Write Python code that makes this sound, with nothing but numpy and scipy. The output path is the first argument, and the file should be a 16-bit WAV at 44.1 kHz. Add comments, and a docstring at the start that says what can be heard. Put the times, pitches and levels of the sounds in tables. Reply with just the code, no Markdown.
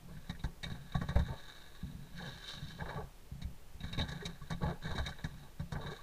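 """A steel hand auger bites wet lake ice, comes out with a gush, and plunges in again after a boot sweeps slush away.
Each bite is a jolt and a short avalanche of random fractures, filtered into steel ping, crack, chip and crunch.
Blows and noise excite the low modes of the ice sheet; damped tones and random snaps make surging water and drops.
Finer random snaps, shaped by envelopes, give grinding and hissing slush, boot swishes and falling spray.
The camera lies on the ice: its hard case adds resonances to many of these sounds, over still winter air."""
import sys
import numpy as np
from scipy import signal
from scipy.fft import rfft, irfft, next_fast_len
from scipy.io import wavfile
from scipy.ndimage import map_coordinates

SR = 44100
rng = np.random.default_rng(int(sys.argv[2]) if len(sys.argv) > 2 else 0)


def digitize_waveform(pressure):
    """Quantize a signal to 16-bit integers and store it at the path in sys.argv[1].

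    Rows of a 2-D input are taken as channels; values are limited to [-1, 1].
    """
    field = np.atleast_2d(pressure).T
    bounded = np.clip(field, -1, 1)
    quanta = np.round(bounded * 32767).astype(np.int16)
    wavfile.write(sys.argv[1], SR, quanta)


N = 265686  # length in samples

# All table levels are relative; the functions below set the final balance.

# Auger blades or boot edge catching in the ice: start_s, ping_db, crack_db, crunch_db, thump_db
BITES = [(0.292, -40.5, -55, -45.5, -32), (0.391, -49.5, -76, -61.5, -46), (0.436, -46.5, -56, -42, -31),
         (0.629, -33.5, -49, -45, -38), (0.6598, -50, -63, -49, -37.5), (0.6969, -47.5, -63, -48, -39),
         (0.7143, -49.5, -63, -63, -32), (0.7444, -56, -74, -51, -60), (0.9177, -46.5, -68, -57, -56),
         (0.9478, -41, -57.5, -42.5, -23.5), (1.011, -53, -59.5, -38.5, -28.5),
         (1.0838, -41.5, -57, -40, -28.5), (1.106, -59, -69, -45, -49), (1.1542, -47.5, -58.5, -35, -27),
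         (1.188, -45, -57, -42, -29.5), (2.571, -45, -68, -59, -43.5), (2.8548, -58, -71, -42.5, -50),
         (2.8867, -48, -69, -42.5, -47), (2.955, -60, -74, -46.5, -35.5), (3.415, -46, -57.5, -54.5, -37),
         (3.8017, -45, -66, -57.5, -39), (3.8346, -45, -65, -50.5, -35.5),
         (3.926, -36.5, -54, -48.5, -35.5), (3.9762, -37.5, -58, -47.5, -24.5),
         (3.987, -32.5, -52.5, -43.5, -31.5), (4.0081, -30, -56, -47.5, -30),
         (4.0832, -44, -53.5, -47, -37), (4.1139, -43.5, -54.5, -46, -41.5),
         (4.251, -35.5, -45, -46, -36.5), (4.5012, -50, -49.5, -38, -32), (4.5198, -42, -62, -48, -29.5),
         (4.6277, -52, -60.5, -44, -25), (4.6949, -53, -63, -44, -36), (4.853, -55, -69, -57, -32.5),
         (4.905, -44, -60, -42.5, -41), (4.9514, -41, -57, -47.5, -34.5), (4.977, -37.5, -51, -36.5, -33),
         (4.9934, -44, -63, -45, -57), (5.06, -35, -48, -42, -34.5), (5.086, -47, -54.5, -45.5, -38),
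         (5.182, -51.5, -70, -50, -51), (5.24, -43, -53.5, -43.5, -29.5), (5.5944, -54.5, -63, -50, -29.5),
         (5.7185, -49, -53.5, -44.5, -32.5), (5.8588, -44, -66, -45.5, -36.5),
         (5.914, -46, -62, -54.5, -61)]
# Bright steel modes set off by a bite, before their response is compressed: centre_hz, width_hz, level_db
PING_MODES = [(3758, 126, -6.5), (3818, 54, -8), (3960, 95, -9)]
# Force spectra of cracking, crunching and chipping ice: frequency_hz, gain_db
CRACK_SPECTRUM = [(1200, -37), (2600, -18.5), (3200, -2.5), (3800, -15), (4500, 0.5), (6500, -1),
                  (9000, -3), (12000, -10.5), (15000, -17)]
CRUNCH_SPECTRUM = [(150, -19), (330, -5), (750, 3.5), (1150, -4), (1600, -18), (2700, -49), (5000, -37)]
CHIP_SPECTRUM = [(700, -20), (1300, -2), (1600, -0.5), (1950, 5), (2350, -4), (2900, -7.5), (5000, -17.5)]
# Loose chips of ice that snap and tick: start_s, level_db, pitch_hz
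CHIPS = [(0.1652, -54.5, 1580), (0.3464, -52, 1660), (0.633, -41, 2240), (2.18, -49, 1630),
         (2.802, -47, 1600), (3.995, -41, 1910), (4.205, -44, 1640), (4.866, -41.5, 1690),
         (5.1204, -45.5, 1530), (5.24, -40.5, 1750), (5.7513, -41.5, 1480)]
# Ring of the camera case, added to the plain response: centre_hz, width_hz, level_db
CASE_MODES = [(403, 230, 9), (573, 9.2, 11), (880, 86, 5.5), (1136, 39, 15.5), (1548, 77, 19.5),
              (1674, 86, 21.5), (1880, 14, 19), (2262, 55, 22.5), (2760, 60, 16), (3098, 40, 21.5),
              (3657, 65, 26), (3902, 92, 27), (4337, 107, 19.5), (5410, 39, 16.5), (5900, 89, 15),
              (6460, 58, 14), (6820, 110, 11), (8300, 270, 7)]

# Low modes of the ice and the camera on it: centre_hz, width_hz, level_db
SHEET_MODES = [(137.8, 13.6, 3), (171.7, 8.2, 3), (247, 4.8, -8.5)]
# Spectrum of the slow sway of the sheet: frequency_hz, gain_db
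HEAVE_SPECTRUM = [(12, -5), (28, -4), (45, -7.5), (65, 2), (85, -3), (105, -6.5), (160, -29), (400, -67.5)]
# Dull bumps of boots and auger on the ice: start_s, level_db
THUDS = [(0.1638, -39.5), (1.2981, -34.5), (1.827, -32), (1.9439, -39.5), (2.6211, -35.5), (2.8126, -34.5),
         (3.3136, -38.5), (3.4415, -40), (4.411, -40), (4.6117, -33), (4.6546, -27.5), (5.7519, -31)]
# Sway of the whole sheet under a hard push or pull: start_s, level_db
HEAVES = [(0.437, -34), (1.1528, -25.5), (1.187, -32.5), (2.8118, -47), (3.031, -48), (3.3127, -49.5),
          (3.4414, -40), (3.735, -47.5), (3.8343, -44), (4.907, -38.5), (4.9944, -35)]
# Rumble of the sheet as the man shifts his weight: start_s, end_s, level_db
SHUFFLES = [(0.02, 0.2, -57), (0.75, 0.88, -58.5), (1.2, 1.31, -44), (1.86, 2.05, -49.5), (2.12, 2.34, -50),
            (2.55, 2.82, -49.5), (2.95, 3.05, -54.5), (3.33, 3.5, -55.5), (3.76, 3.93, -55.5),
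            (5.26, 5.37, -53.5)]

# Water surging out of the hole or washing over the ice: start_s, end_s, level_db
GUSHES = [(0.085, 0.125, -68), (0.445, 0.49, -66), (1.148, 1.2, -50.5), (1.287, 1.335, -52),
          (2.2, 2.29, -55), (2.79, 2.83, -50.5), (2.875, 3.01, -49), (3.98, 4.02, -45.5), (4.12, 4.3, -63),
          (4.613, 4.71, -45), (4.844, 5, -54), (5.43, 5.47, -64), (5.723, 5.92, -50.5)]
# Spectra of sloshing water and flung drops: frequency_hz, gain_db
WATER_SPECTRUM = [(150, -12.5), (350, -1), (600, -2), (900, 2), (1400, -7.5), (2500, -24)]
DROP_SPECTRUM = [(600, -8), (1600, 4), (2400, -9), (3800, -10), (7000, -20), (12000, -25)]
# Large single bubbles in the hole: start_s, pitch_hz, level_db, life_s
GULPS = [(0.952, 726, -26.5, 0.0047), (0.944, 1107, -38.5, 0.017), (1.158, 568, -35, 0.023),
         (1.305, 887, -49, 0.034), (4.224, 403, -39.5, 0.021), (4.415, 1112, -46, 0.011),
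         (4.640, 840, -37, 0.031), (4.990, 645, -40.5, 0.017), (5.600, 561, -50, 0.02),
         (5.758, 840, -42, .012), (5.872, 848, -52, 0.029), (5.918, 412, -39, 0.012),
         (5.989, 1110, -45, 0.0096)]

# Auger spiral turning through the slush in the hole: start_s, end_s, level_db
SCRAPES = [(0.09, 0.33, -64.5), (0.66, 0.92, -62), (0.92, 1.33, -62), (3.83, 3.98, -51.5),
           (3.98, 4.27, -52), (4.29, 4.6, -62), (4.62, 4.72, -56), (4.82, 5.08, -50), (5.1, 5.45, -61),
           (5.81, 5.95, -54)]
# Thrown slush raining back on the ice: thickest_s, level_db
SHOWERS = [(1.5, -52), (5.99, -62)]
# Boot shoving slush across the ice: loudest_s, grind_db, swish_db, rise_s, fall_s
SWEEPS = [(2.185, -43, -54, 0.017, 0.036), (2.27, -48, -51.5, 0.047, 0.14), (2.49, -51, -46, 0.043, 0.093),
          (2.68, -61, -59, 0.043, 0.16), (2.803, -37.5, -65, 0.0089, 0.0094),
          (2.895, -42, -58, 0.0075, 0.033), (2.99, -61, -80, .03, 0.018)]
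# Spectra of coarse crumbs, fine crystals and the sliding sole: frequency_hz, gain_db
GRIND_SPECTRUM = [(500, -13), (1200, -14), (1700, -3.5), (2300, -16.5), (3200, -54), (6000, -41)]
HISS_SPECTRUM = [(1200, 5.5), (2700, -12.5), (3800, -1), (5000, -9.5), (7000, -4.5), (9500, -12),
                 (15000, -49)]
SWISH_SPECTRUM = [(1000, -13), (2500, -3), (3000, 4), (3800, 2.5), (5000, 4), (7200, -4.5), (10000, -3),
                  (15000, -12)]
# Spectrum of still air and microphone hiss: frequency_hz, gain_db
AIR_SPECTRUM = [(20, 14), (60, 1.5), (160, -13), (300, -15.5), (1000, -21.5), (3000, -24), (8000, -29.5),
                (15000, -30.5)]

BITE_S, BITE_RISE_S = 0.021, 0.004  # base decay and rise times of the breaking ice
CHIP_STEEL_SHARE = 0.24  # dB of chip per dB by which steel exceeds crunch
CHIP_HZ, CHIP_OCTAVES_PER_DB = 1570, 0.06  # pitch at equal steel and crunch, and its rise with that excess
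HEAVE_UNDER_THUMP_DB, SWAY_DB = -11, -10  # sway of each thump, and of the loaded sheet against its ring
SHUFFLE_RISE_S, SHUFFLE_FALL_S = 0.051, 0.027
SCRAPE_RUMBLE_DB, GUSH_RUMBLE_DB, REST_RUMBLE_DB = -3, 0, -66.5
GUSH_RISE_S, GUSH_FALL_S = 0.012, 0.024
RUNOFF_DB, RUNOFF_S, LAPPING_DB, SPLASH_DB = -29, 0.067, -70, -11
SCRAPE_RISE_S, SCRAPE_FALL_S, SCRAPE_HISS_DB = 0.011, 0.033, -2.5
SHOWER_RISE_S, SHOWER_FALL_S, SHOWER_GRIND_DB = 0.22, 0.3, -1.5
GRIND_DB, HISS_DB, SWEEP_HISS_DB = -7.5, -3.5, -2
CLUMP_HZ, CLUMP_DB = 45, 1.5  # knots per second and depth of the random clumping
TOP_HZ = 15350  # upper band limit


def amp(db):
    """Level: twenty decibels are a factor of ten in amplitude."""
    return 10 ** (np.asarray(db) / 20)


def unit(x):
    """Normalisation: equal mean power gives every signal an rms of 1."""
    return x / np.sqrt(np.mean(x ** 2) + 1e-20)


def slope(points):
    """Spectral envelope: decibel gain interpolated over log frequency, flat beyond the end points."""
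    f, db = np.transpose(points)
    return lambda hz: amp(np.interp(np.log(hz + 1), np.log(f), db))


def wobble(rate):
    """Slow random modulation: a smooth curve through Gaussian knots, rate per second."""
    knots = rng.standard_normal(int(N * rate / SR) + 4)
    return map_coordinates(knots, [np.arange(N) * rate / SR])


def resonance(modes, hz):
    """Modal superposition: the power responses of damped resonators add."""
    power = 0
    for centre, width, db in modes:
        damping = (hz * width) ** 2
        power = power + amp(db) ** 2 * damping / ((centre * centre - hz * hz) ** 2 + damping)
    return power


def in_case(points):
    """Resonant transmission: the case modes add power to a force spectrum."""
    return lambda hz: slope(points)(hz) * np.sqrt(1 + resonance(CASE_MODES, hz))


def impulse(gain, size=16384):
    """Minimum phase: folding the cepstrum makes a causal response of energy 1 from a gain curve."""
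    cepstrum = irfft(np.log(gain(np.fft.rfftfreq(size, 1 / SR)) + 1e-6))
    cepstrum[1:size // 2] *= 2
    cepstrum[size // 2 + 1:] = 0
    response = irfft(np.exp(rfft(cepstrum)))[:size // 2]
    return response / np.linalg.norm(response)


def through(x, gain):
    """Linear filtering: convolution with the causal response of a gain curve."""
    return signal.fftconvolve(x, impulse(gain))[:N]


def fractures(rate, spread_db, size):
    """Random fracture: snaps fall at random, rate per second, a few much larger than the rest."""
    sizes = amp(spread_db * np.minimum(rng.exponential(size=size), 4))
    happens = rng.random(size) < rate / SR
    return happens * rng.standard_normal(size) * sizes


def bursts(times, levels, paths, rate, length_s, rise_s, jolt):
    """Impact excitation: a jolt and an avalanche of fractures ring through a shared path or their own."""
    out = np.zeros(N + SR)
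    t = np.arange(SR // 8) / SR
    envelope = (1 - np.exp(-t / rise_s)) * np.exp(-(t / length_s) ** 2)
    paths = np.broadcast_to(paths, (len(times), np.shape(paths)[-1]))
    for s, db, path in zip(times, levels, paths):
        force = envelope * fractures(rate, spread_db=2, size=len(t))
        force /= np.linalg.norm(force) + 1e-12
        force[int(rise_s * SR)] += jolt
        ring = signal.fftconvolve(force, path)
        out[int(s * SR):][:len(ring)] += amp(db) * unit(ring)
    return out[:N]


def strokes(rows, rise_s, fall_s):
    """Sustained excitation: each row rises linearly around its start, holds, and decays after its end."""
    t = np.arange(N) / SR
    total = 0
    for start, end, db in rows:
        rise = np.clip((t - start) / rise_s + 0.5, 0, 1)
        fall = np.exp(-np.maximum(t - end, 0) / fall_s)
        total = total + amp(db) * rise * fall
    return total


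def swell(s, db, rise_s, fall_s):
    """Exponential growth and decay: the envelope peaks at one moment."""
    t = np.arange(N) / SR - s
    return amp(db) * np.exp(-np.abs(t) / np.where(t < 0, rise_s, fall_s))


def auger():
    """Brittle fracture under a blade: at every bite the steel pings and the ice cracks, chips and crunches."""
    s, ping_db, crack_db, crunch_db, _ = np.transpose(BITES)
    hardness_db = ping_db - crunch_db
    chip_db = crunch_db + CHIP_STEEL_SHARE * hardness_db
    # more steel and less crunch means a smaller, higher chip
    chip_hz = CHIP_HZ * 2 ** (CHIP_OCTAVES_PER_DB * hardness_db)
    chip_paths = [chip_path(hz) for hz in chip_hz]
    ping_path = impulse(lambda hz: resonance(PING_MODES, hz) ** 0.74)
    ping = bursts(s, ping_db - 21.5, ping_path,
                  rate=1800, length_s=0.82 * BITE_S, rise_s=BITE_RISE_S, jolt=0.66)
    crack = bursts(s, crack_db - 15.0, impulse(in_case(CRACK_SPECTRUM)),
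                   rate=4100, length_s=0.92 * BITE_S, rise_s=0.0032, jolt=0.2)
    chip = bursts(s, chip_db - 16.5, chip_paths,
                  rate=2000, length_s=BITE_S, rise_s=0.001883, jolt=0.17)
    crunch = bursts(s, crunch_db - 18.5, impulse(in_case(CRUNCH_SPECTRUM)),
                    rate=2500, length_s=1.22 * BITE_S, rise_s=0.00604, jolt=0.3)
    return ping + crack + chip + crunch


def chip_path(pitch_hz, width_hz=520):
    """Size sets pitch: a breaking chip rings as one broad, compressed resonance heard in the case."""
    def gain(hz):
        return resonance([(pitch_hz, width_hz, 0)], hz) ** 0.7 * in_case(CHIP_SPECTRUM)(hz)
    return impulse(gain, size=4096)


def loose_chips():
    """Brittle release: a single chip breaks away with a short, pitched tick."""
    s, db, pitch_hz = np.transpose(CHIPS)
    paths = [chip_path(hz) for hz in pitch_hz]
    return bursts(s, db - 17.0, paths, rate=2200, length_s=0.014, rise_s=0.00209, jolt=0.4)


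def in_sheet(hz, edge_hz=270):
    """Plate modes: the low ring of the ice sheet falls off steeply above its modes."""
    return np.sqrt(resonance(SHEET_MODES, hz) / (1 + (hz / edge_hz) ** 10))


def sheet(scrape, surge):
    """Forced plate vibration: blows thump and sway the ice; scraping, water and shifting feet make it rumble."""
    blows = [(s, db) for s, *_, db in BITES] + THUDS
    s, thump_db = np.transpose(blows)
    thump = bursts(s, thump_db - 19.5, impulse(in_sheet),
                   rate=1900, length_s=0.029, rise_s=0.0014, jolt=1.23)

    blow_heaves = [(s, db + HEAVE_UNDER_THUMP_DB) for s, db in blows]
    s, heave_db = np.transpose(blow_heaves + HEAVES)
    heave = bursts(s, heave_db - 10.5, impulse(slope(HEAVE_SPECTRUM)),
                   rate=1000, length_s=0.037, rise_s=0.0044, jolt=0.99)

    load = strokes(SHUFFLES, SHUFFLE_RISE_S, SHUFFLE_FALL_S) + amp(REST_RUMBLE_DB)
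    load = load + amp(SCRAPE_RUMBLE_DB) * scrape + amp(GUSH_RUMBLE_DB) * surge
    ring = unit(through(rng.standard_normal(N), in_sheet))
    sway = unit(through(rng.standard_normal(N), slope(HEAVE_SPECTRUM)))
    rumble = (ring + amp(SWAY_DB) * sway) * load * amp(-2.5 + 1.35 * wobble(13))
    return thump + heave + rumble


def bubbles(rate, centre_hz, spread, cycles, size_db):
    """Bubble resonance: damped tones rise in pitch as each bubble nears the surface."""
    draws = rng.random((int(rate * N / SR), 4))
    start, pitch, pitch_scatter, strength = draws.T[:, :, None]
    hz = centre_hz * np.exp(2 * spread * (pitch + pitch_scatter - 1))
    t = np.arange(SR // 30) / SR
    age = t * hz / cycles
    level = amp(-size_db * np.log(strength + 0.0072))  # few bubbles are loud
    tone = np.sin(2 * np.pi * hz * t * (1 + 0.04 * age)) * np.exp(-age) * level
    where = (start * N).astype(int) + np.arange(len(t))
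    return unit(np.bincount(where.ravel(), tone.ravel(), N)[:N])


def water(surge):
    """Entrained air and impact: each surge gurgles, slaps and flings drops, then runs back into the hole."""
    runoff = amp(RUNOFF_DB) * strokes(GUSHES, GUSH_RISE_S, RUNOFF_S)
    gurgle = bubbles(rate=380, centre_hz=723.7, spread=0.444, cycles=9.44, size_db=2.5)
    slap = unit(through(fractures(1500, spread_db=2.0, size=N), slope(CRUNCH_SPECTRUM)))
    drops = unit(through(fractures(500, spread_db=2.5, size=N), in_case(DROP_SPECTRUM)))
    slosh = unit(through(gurgle + 0.48 * slap, in_case(WATER_SPECTRUM)))
    flow = surge + runoff + amp(LAPPING_DB)  # the water never quite settles
    return slosh * flow + drops * surge * amp(SPLASH_DB)


def gulps():
    """Cavity closure: big bubbles in the hole ring briefly, their pitch creeping up."""
    out = np.zeros(N + SR)
    t = np.arange(SR // 5) / SR
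    for s, hz, db, life in GULPS:
        age = t / max(life, 0.003)
        envelope = (1 - np.exp(-t / 0.002)) * np.exp(-age)
        tone = np.sin(2 * np.pi * hz * t * (1 + 0.009 * age)) * envelope
        out[int(s * SR):][:len(t)] += amp(db) * tone
    return out[:N]


def slush(scrape):
    """Granular friction: under spiral, boot and spray, wet crumbs grind in clumps and finer crystals hiss."""
    shower = sum(swell(s, db, SHOWER_RISE_S, SHOWER_FALL_S) for s, db in SHOWERS)
    shove = sum(swell(s, db, rise, fall) for s, db, _, rise, fall in SWEEPS)
    coarse = scrape + amp(SHOWER_GRIND_DB) * shower + shove
    fine = amp(SCRAPE_HISS_DB) * scrape + shower + amp(SWEEP_HISS_DB) * sole_slide()
    grind = unit(through(fractures(900, spread_db=1.5, size=N), in_case(GRIND_SPECTRUM)))
    hiss = unit(through(fractures(1500, spread_db=2.5, size=N), in_case(HISS_SPECTRUM)))
    grains = grind * coarse * amp(GRIND_DB) + hiss * fine * amp(HISS_DB)
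    return grains * amp(CLUMP_DB * wobble(CLUMP_HZ))


def sole_slide():
    """Sliding friction: the strength of each sweep of the sole grows and dies away."""
    return sum(swell(s, db, rise, fall) for s, _, db, rise, fall in SWEEPS)


def boot():
    """Stick and slip: the sole pushes wet crystals in bright swishes, with a random wobble for the catching."""
    grit = fractures(3000, spread_db=3, size=N) * amp(2.2 * wobble(70))
    return amp(-4) * sole_slide() * unit(through(grit, in_case(SWISH_SPECTRUM)))


def air():
    """Broadband noise: still winter air and the faint hiss of the microphone."""
    return amp(-52) * unit(through(rng.standard_normal(N), slope(AIR_SPECTRUM)))


def scene():
    """Superposition: spiral and water also drive slush and ice sheet, and all sounds add at one microphone."""
    scrape = strokes(SCRAPES, SCRAPE_RISE_S, SCRAPE_FALL_S)
    surge = strokes(GUSHES, GUSH_RISE_S, GUSH_FALL_S)
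    ice = auger() + loose_chips() + sheet(scrape, surge)
    wet = water(surge) + gulps() + slush(scrape) + boot()
    return (ice + wet + air())[None]


def record(dry):
    """Band limiting: the camera keeps nothing from its upper limit on."""
    size = next_fast_len(N + SR // 2)
    passband = np.fft.rfftfreq(size, 1 / SR) < TOP_HZ
    return irfft(rfft(dry, size) * passband, size)[:, :N]


dry = scene()
out = record(dry)
digitize_waveform(out)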